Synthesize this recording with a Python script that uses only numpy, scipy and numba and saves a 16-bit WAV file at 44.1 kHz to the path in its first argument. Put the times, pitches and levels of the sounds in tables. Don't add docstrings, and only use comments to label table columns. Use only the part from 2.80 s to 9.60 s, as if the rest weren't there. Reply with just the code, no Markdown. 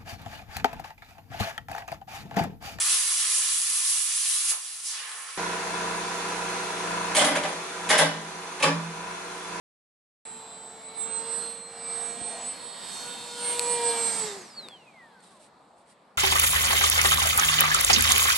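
import sys
import numpy as np
from scipy import signal
from scipy.fft import rfft, irfft
from scipy.io import wavfile
from numba import njit

SR = 44100
rng = np.random.default_rng(int(sys.argv[2]) if len(sys.argv) > 2 else 0)


def linear_from_db(decibels):
    return 10 ** (np.asarray(decibels, float) / 20)


def transcribe(signal):
    frames = np.atleast_2d(signal).T
    limited = np.clip(frames, -1, 1)
    pcm = np.round(limited * 32767).astype(np.int16)
    wavfile.write(sys.argv[1], SR, pcm)


N = 299880
T = np.arange(N) / SR

JET_EDGES_HZ = [800, 2200, 6000]
# [f/Hz, density/dB per Hz]
JET_COLOUR = [(59, -91), (100, -67), (145, -64), (167, -46.5), (273, -52), (370, -41.5), (482, -32),
              (623, -35.5), (789, -25), (905, -22.5), (1080, -12.5), (1450, -15), (3590, -8), (5010, -8),
              (10400, 0), (11000, 3), (14300, -44), (22000, -120)]
# [f/Hz, side minus mid/dB]
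JET_SIDE = [(60, -7), (110, -5), (190, -11), (350, -17), (630, -5), (1130, -5), (2020, -3.5), (3640, -2.5),
            (6540, -2), (11800, -4.5)]
# [t/s, level/dB]
ARC_HISS = [
    (0, -26.5),
    (.14, -26),
    (.22, -28.5),
    (.42, -27),
    (.7, -27),
    (1.0, -27.5),
    (1.33, -27),
    (1.65, -27),
    (1.72, -23),
]
# [t/s, f/Hz, level/dB]
DRIPS = [
    (0.149, 488, -50.5),
    (.5, 464, -55.5),
    (.58, 504, -52),
]
# [multiple of the turn, level/dB]
SHAFT = [(2, -62), (4, -64), (6, -46), (7, -53), (11, -54), (16, -48), (19, -57), (22, -51), (25, -54),
         (27, -54), (32, -53), (33, -46), (34, -42.5), (35, -48), (36, -52), (37, -52), (40, -55),
         (42, -55), (44, -53), (48, -50), (50, -54), (53, -50), (56, -55), (58, -54), (60, -54), (72, -58),
         (74, -58), (78, -57), (88, -55), (93, -57)]
# [f/Hz, level/dB]
FAN = [(368, -47.5), (487, -51), (685, -50), (1370, -55.5)]
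# [f/Hz, density/dB per Hz]
PUMP_BODY = [(30, -60), (95, -60), (140, -22), (190, -24), (250, -11.5), (367, -4), (475, -2.5),
             (600, -11.5), (700, -6), (983, -6.5), (1570, -8), (2600, -12.5), (5000, -26.5), (8000, -22)]
# [f/Hz, density/dB per Hz]
PUMP_AIR = [(80, -11), (200, -0.5), (1760, -4), (3000, -29), (3420, 4), (3790, -2.5), (4130, 2.5),
            (5190, -3.5), (6180, 0.5), (8610, -14), (11000, -8), (14300, -42), (22000, -120)]
# [f/Hz, side minus mid/dB]
PUMP_SIDE = [(60, -15), (110, -9), (190, -17), (350, -14), (630, -9.5), (1130, -2), (2020, -4),
             (3640, -0.5), (6540, 1), (11800, 1.5)]
# [t/s, peak level/dB, crack level/dB, fade/s, chink f/Hz]
FIRST_HITS = [
    (4.346, -26, 6.5, .14, 10600),
    (4.356, -32, -1, .11, 8950),
    (4.364, -22, 6.5, 0.24, 8560),
    (4.39, -23.5, 2.5, 0.23, 3240),
    (4.442, -24, 3.5, 0.55, 10200),
    (4.549, -26, -4, 0.095, 9800),
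    (4.556, -31.5, 1, 0.084, 2200),
    (4.628, -28.5, -5, 0.18, 2500),
    (4.68, -44, 6, 0.26, 9700),
    (4.72, -46, 4, 0.17, 6160),
]
SECOND_HITS = [
    (5.088, -23.5, 1.5, 0.17, 10060),
    (5.099, -18.5, 1, 0.19, 2070),
    (5.177, -23, 6.5, 0.17, 9930),
    (5.192, -21.5, -8, 0.1, 9050),
    (5.24, -27, -12, 0.53, 1500),
]
THIRD_HITS = [
    (5.797, -32.5, -2, .2, 2640),
    (5.823, -20, 2.5, 0.059, 2520),
    (5.852, -24.5, -14, 0.13, 5100),
    (5.89, -33, -30, 0.54, 2400),
]
# [f/Hz, width/Hz, level/dB]
FIRST_RINGS = [(315, 27, -2.5), (615, 21, 6.5), (1500, 160, -11.5), (2020, 94, -7), (2410, 55, -9),
               (3310, 47, -12), (4900, 110, -22), (6460, 53, -24), (7730, 51, -26), (8000, 33, -22),
               (9300, 55, -20), (9920, 48, -13)]
SECOND_RINGS = [(626, 25, 5.5), (810, 30, 3), (1570, 140, -5), (1970, 110, -3.5), (2580, 49, -19),
                (2940, 61, -8), (3340, 59, -12), (3650, 96, -16), (5180, 53, -14), (5500, 36, -24),
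                (9700, 52, -23), (10200, 47, -27)]
THIRD_RINGS = [(280, 40, -33), (875, 77, 3.5), (1144, 43, 4.5), (1680, 61, -6), (2056, 29, -18),
               (2380, 93, -7), (3260, 35, -22), (4930, 71, -21), (5100, 110, -17), (7160, 46, -28),
               (8600, 48, -30), (10100, 120, -36)]
# [f/Hz, t60/s]
BOOM = [(166, 0.88), (215, 1), (283, 0.35)]
# [f/Hz, density/dB per Hz]
CLATTER = [(90, -52), (160, -9), (300, -46), (600, -9), (1100, 1.5), (2200, -3.5), (4000, -9), (7000, -21),
           (11000, -83)]
# [f/Hz, density/dB per Hz]
CRACK = [(800, -24), (1600, 2), (2500, 5.5), (5000, -1.5), (8000, -0.5), (10500, -2)]
# [f/Hz, side minus mid/dB]
HIT_SIDE = [(60, -24), (110, -35), (190, -19.5), (350, -13), (630, -12.5), (1130, -5), (2020, -5.5),
            (3640, -2.5), (6540, 0.5), (11800, -2.5)]
# [t/s, drop/dB]
DUCKS = [
    (4.36, 4.5),
    (5.1, 6),
    (5.83, 3),
]

GARAGE_T60_S = 0.25
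ARC_OFF_S, ARC_DIES_S, POP_S = 1.701, 0.051, 1.715
SPLASH_DB, THROUGH_DB, PIERCE_S = [4, 4.5, 11], [-2, -3, -0.5], 0.79
AIR_DB, AIR_LIFT_DB, SHUT_DB, SHUT_LIFT_DB = -40.5, [3.5, 4, 12.5], -43, [1.5, 15, 21]
SIGH_S, SIGH_RISE_S, SIGH_DB, SIGH_FADE_DB_S, SIGH_END_S = 2.064, 0.074, -36, 54, 2.45
SIGH_TOP_HZ, SIGH_LOW_HZ, SIGH_OCT_S, SPURT_DB, SPURT_S, SHUTS_S = 7460, 1140, 8.9, 6, 0.074, 0.074
TORCH_PAN_DB = -1.7
TURN_HZ = 29.07
PUMP_ON_S, PUMP_DB, LEAK_DB, LEAK_DUCK = 2.575, -31.5, -41.5, 1.1
DUCK_FALL_S, DUCK_BACK_S = 0.14, 1.63
RATTLE_SHARE, RATTLE_S, RATTLE_HARD_S, LAST_RATTLE_S = 0.91, 0.0064, 0.046, 0.014
CHINK_WIDTH_HZ = 262
TOP_HZ = 11020


def level(x, db):
    return x * linear_from_db(db) / np.sqrt(np.mean(x ** 2))


def colour(x, points):
    hz, db = np.transpose(points)
    f = np.maximum(np.arange(len(x) // 2 + 1) * SR / len(x), 1)
    return irfft(rfft(x) * linear_from_db(np.interp(np.log(f), np.log(hz), db)), len(x))


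def noise(points):
    return level(colour(rng.standard_normal(N), points), 0)


def walk(rate):
    knots = rng.standard_normal(int(N / SR * 150))[:int(N / SR * rate) + 2]
    return 1.08 * np.interp(T * rate, np.arange(len(knots)), knots)


def ramp(start, length):
    return np.clip((T - start) / length, 0, 1)


@njit
def glide(x, hz, share):
    y, band, low = np.empty(len(x)), 0., 0.
    for i in range(len(x)):
        g = np.tan(np.pi * hz[i] / SR)
        v = (band + g * (x[i] - low)) / (1 + g * (g + share))
        band, low, y[i] = 2 * v - band, low + 2 * g * v, share * v
    return y


def garage(x, side, wet, pan_db, sway):
    t = np.arange(SR // 3) / SR
    clouds = rng.standard_normal((3, len(t))) * np.exp(-np.log(1000) * t / GARAGE_T60_S)
    clouds /= np.sqrt(np.sum(clouds ** 2, axis=1, keepdims=True))
    wet = np.clip(wet, 0, 1)
    echoes = signal.oaconvolve(x[None], clouds, axes=1)[:, :N]
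    mid = np.sqrt(1 - wet) * x + np.sqrt(wet) * echoes[0]
    angle = sway * walk(6)
    apart = np.cos(angle) * echoes[1] + np.sin(angle) * echoes[2]
    lag = 1.2 * colour(np.gradient(mid), [(700, 0), (2500, -24)])
    diff = colour(apart, side) + lag
    return np.array([mid + diff, mid - diff]) * linear_from_db(np.array([1, -1])[:, None] * pan_db / 2)


def jet_levels():
    def regions(hiss, lift):
        return hiss + np.append(0, lift)[:, None]

    fresh = np.exp(-T / PIERCE_S)
    arc = np.interp(T, *np.transpose(ARC_HISS))
    arc = arc + fresh * regions(0, SPLASH_DB) + (1 - fresh) * regions(0, THROUGH_DB)
    shut = ramp(SIGH_S, SHUTS_S)
    air = (1 - shut) * regions(AIR_DB, AIR_LIFT_DB) + shut * regions(SHUT_DB, SHUT_LIFT_DB)
    air[0] += SPURT_DB * np.exp(-((T - SIGH_S - .02) / SPURT_S) ** 2)
    off = ramp(ARC_OFF_S, ARC_DIES_S)
    return (1 - off) * arc + off * air


def gas_jet():
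    spit_size = linear_from_db(4.6 * np.minimum(rng.exponential(size=N), 3.5))
    spits = (rng.random(N) < 120 / SR) * spit_size * rng.choice([-1, 1], N)
    gas = rfft(colour(rng.standard_normal(N) + 2.2 * spits, JET_COLOUR))
    f = np.arange(len(gas)) * SR / N + 1
    above = [np.ones(len(f))] + [1 / (1 + (edge / f) ** 6) for edge in JET_EDGES_HZ] + [0 * f]
    bands = [irfft(gas * (above[k] - above[k + 1]), N) for k in range(4)][::-1]
    flutter = .6 * walk(16)
    jet = sum(band * linear_from_db(db + flutter + walk(24.84)) for band, db in zip(bands, jet_levels()))
    return jet / np.std(bands[0])


def far_motor():
    return linear_from_db(-88.5) * np.cos(2 * np.pi * 6 * TURN_HZ * T + 3.6 * walk(8))


def slag_drips():
    return sum(linear_from_db(db) * np.exp(-((T - s) / 0.014) ** 2) * np.sin(2 * np.pi * hz * (T - s))
               for s, hz, db in DRIPS)


def arc_pop():
    fade = (T > POP_S) * np.exp(-np.clip(T - POP_S, 0, 5) / 0.046)
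    burst = linear_from_db(-39.5) * fade * rng.standard_normal(N)
    return colour(burst, [(100, -25), (250, -10), (1100, 16), (2200, -4), (6000, -40)])


def valve_sigh():
    late = T - SIGH_S
    centre = SIGH_TOP_HZ * 2 ** (-SIGH_OCT_S * np.clip(late, -.05, 1))
    centre = np.clip(centre, SIGH_LOW_HZ, .4 * SR)
    swell = ramp(SIGH_S - SIGH_RISE_S, SIGH_RISE_S) ** 2
    swell = swell * linear_from_db(SIGH_DB - SIGH_FADE_DB_S * np.maximum(late, 0)) * (1 - ramp(SIGH_END_S, 0.086))
    sigh = glide(glide(rng.standard_normal(N), centre, 1.4), centre, 1.4)
    return swell * sigh / np.sqrt(centre / SR)


def torch():
    dry_torch = gas_jet() + far_motor() + slag_drips() + arc_pop() + valve_sigh()
    return garage(dry_torch, JET_SIDE, 0.24, TORCH_PAN_DB, sway=2.8) * (T < PUMP_ON_S)


def compressor():
    turns = TURN_HZ * (T + .016) + 0.0046 * walk(3)
    order, line_db = np.transpose(SHAFT)
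    step = np.arange(1024) / 1024
    phase = .06 * (order - 34) ** 2 + .15 * rng.standard_normal(len(order))
    stroke = sum(np.sqrt(2) * linear_from_db(db + 31.5) * np.cos(2 * np.pi * k * step + p)
                 for k, db, p in zip(order, line_db, phase))
    orders = np.interp(turns % 1, step, stroke, period=1) * linear_from_db(3.1 * walk(9.2))
    for hz, db in FAN:
        tone = np.cos(2 * np.pi * hz * T + 0.87 * walk(12))
        orders += np.sqrt(2) * linear_from_db(db + 32.5 + 0.5 * walk(7.6)) * tone
    rattle = np.interp(turns % 1, step, rng.standard_normal(len(step)), period=1)
    rattle = 0.49 * colour(rattle, [(1100, -11), (1900, -10.5)])
    puff = 1 + 0.033 * np.cos(2 * np.pi * turns + 0.76) + 0.038 * np.cos(4 * np.pi * turns + 2.0)
    casing = level(colour(puff * rng.standard_normal(N) + rattle, PUMP_BODY), -2.43)
    duck_db = duck()
    gain = linear_from_db(PUMP_DB + duck_db)
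    leak = noise(PUMP_AIR) * linear_from_db(LEAK_DB + LEAK_DUCK * duck_db + 0.52 * walk(9.6))
    both = garage(casing * gain + leak, PUMP_SIDE, 0.18, -0.14, sway=2.6)
    both += garage(orders * gain, PUMP_SIDE, 0, -0.44, sway=.6)
    return both * (T >= PUMP_ON_S)


def throw(hits, rings, ring_db, boom_db):
    dull, sharp, chinks = np.zeros(N), np.zeros(N), np.zeros(N)
    grit = linear_from_db(1.5 * walk(140)) * rng.standard_normal((2, N))
    gaps = np.append(np.diff(np.transpose(hits)[0]), LAST_RATTLE_S)
    for (s, db, crack_db, fade, hz), gap in zip(hits, gaps):
        hold = min(RATTLE_SHARE * gap, RATTLE_S + RATTLE_HARD_S * linear_from_db(db + 20))
        age = np.clip(T - s, 0, 2)
        shape = linear_from_db(db) * (age > 0) * np.exp(-np.log(1000) * np.maximum(age - hold, 0) / fade)
        dull += shape * np.minimum(age / 0.012, 1)
        snap = np.exp(-age / 0.034) + 0.22 * np.exp(-age / 0.0013)
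        edge = shape * linear_from_db(crack_db) * np.minimum(age / 0.0045, 1) * snap
        sharp += edge
        chinks += glide(edge * grit[1], np.full(N, 1. * hz), CHINK_WIDTH_HZ / hz)
    push = rfft(dull * grit[0])
    f = np.arange(len(push)) * SR / N
    steel = sum(linear_from_db(ring_db + db) / (1 + 2j * (f - hz) / max(width, 48)) for hz, width, db in rings)
    steel += sum(linear_from_db(db) / (1 + 1j * np.pi * t60 * (f - hz) / np.log(1000)) ** 2
                 for (hz, t60), db in zip(BOOM, boom_db))
    steel = steel / (1 + (130 / (f + 1)) ** 6)
    clatter = linear_from_db(4.5) * colour(dull * grit[0], CLATTER)
    crack = linear_from_db(-0.5) * colour(sharp * grit[1], CRACK)
    return irfft(push * steel, N) + clatter + crack + linear_from_db(12) * chinks


def duck():
    total = np.zeros(N)
    for s, db in DUCKS:
        age = np.maximum(T - s, 0)
        total -= db * (1 - np.exp(-age / DUCK_FALL_S)) * np.exp(-age / DUCK_BACK_S)
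    return total


def scene():
    first = throw(FIRST_HITS, FIRST_RINGS + [(776, 130, -1.1)], 13, [10, 18, 22])
    second = throw(SECOND_HITS, SECOND_RINGS + [(815, 22, -11)], 11.3, [31, 22, 14])
    third = throw(THIRD_HITS, THIRD_RINGS + [(592, 19, 3.5)], 13.0, [32, 18, 20])
    tray = garage(first + second + third, HIT_SIDE, 0.31, -0.65, sway=2.7)
    return torch() + compressor() + tray


def top_cut(x):
    return signal.sosfilt(signal.butter(12, 12350, fs=SR, output="sos"), x)


def record(dry):
    soft = np.tanh(1.089 * dry) / 1.118
    dulled = signal.sosfilt(signal.ellip(12, .2, 62, TOP_HZ, fs=SR, output="sos"), soft)
    return top_cut(dulled)


dry = scene()
out = record(dry)
transcribe(out)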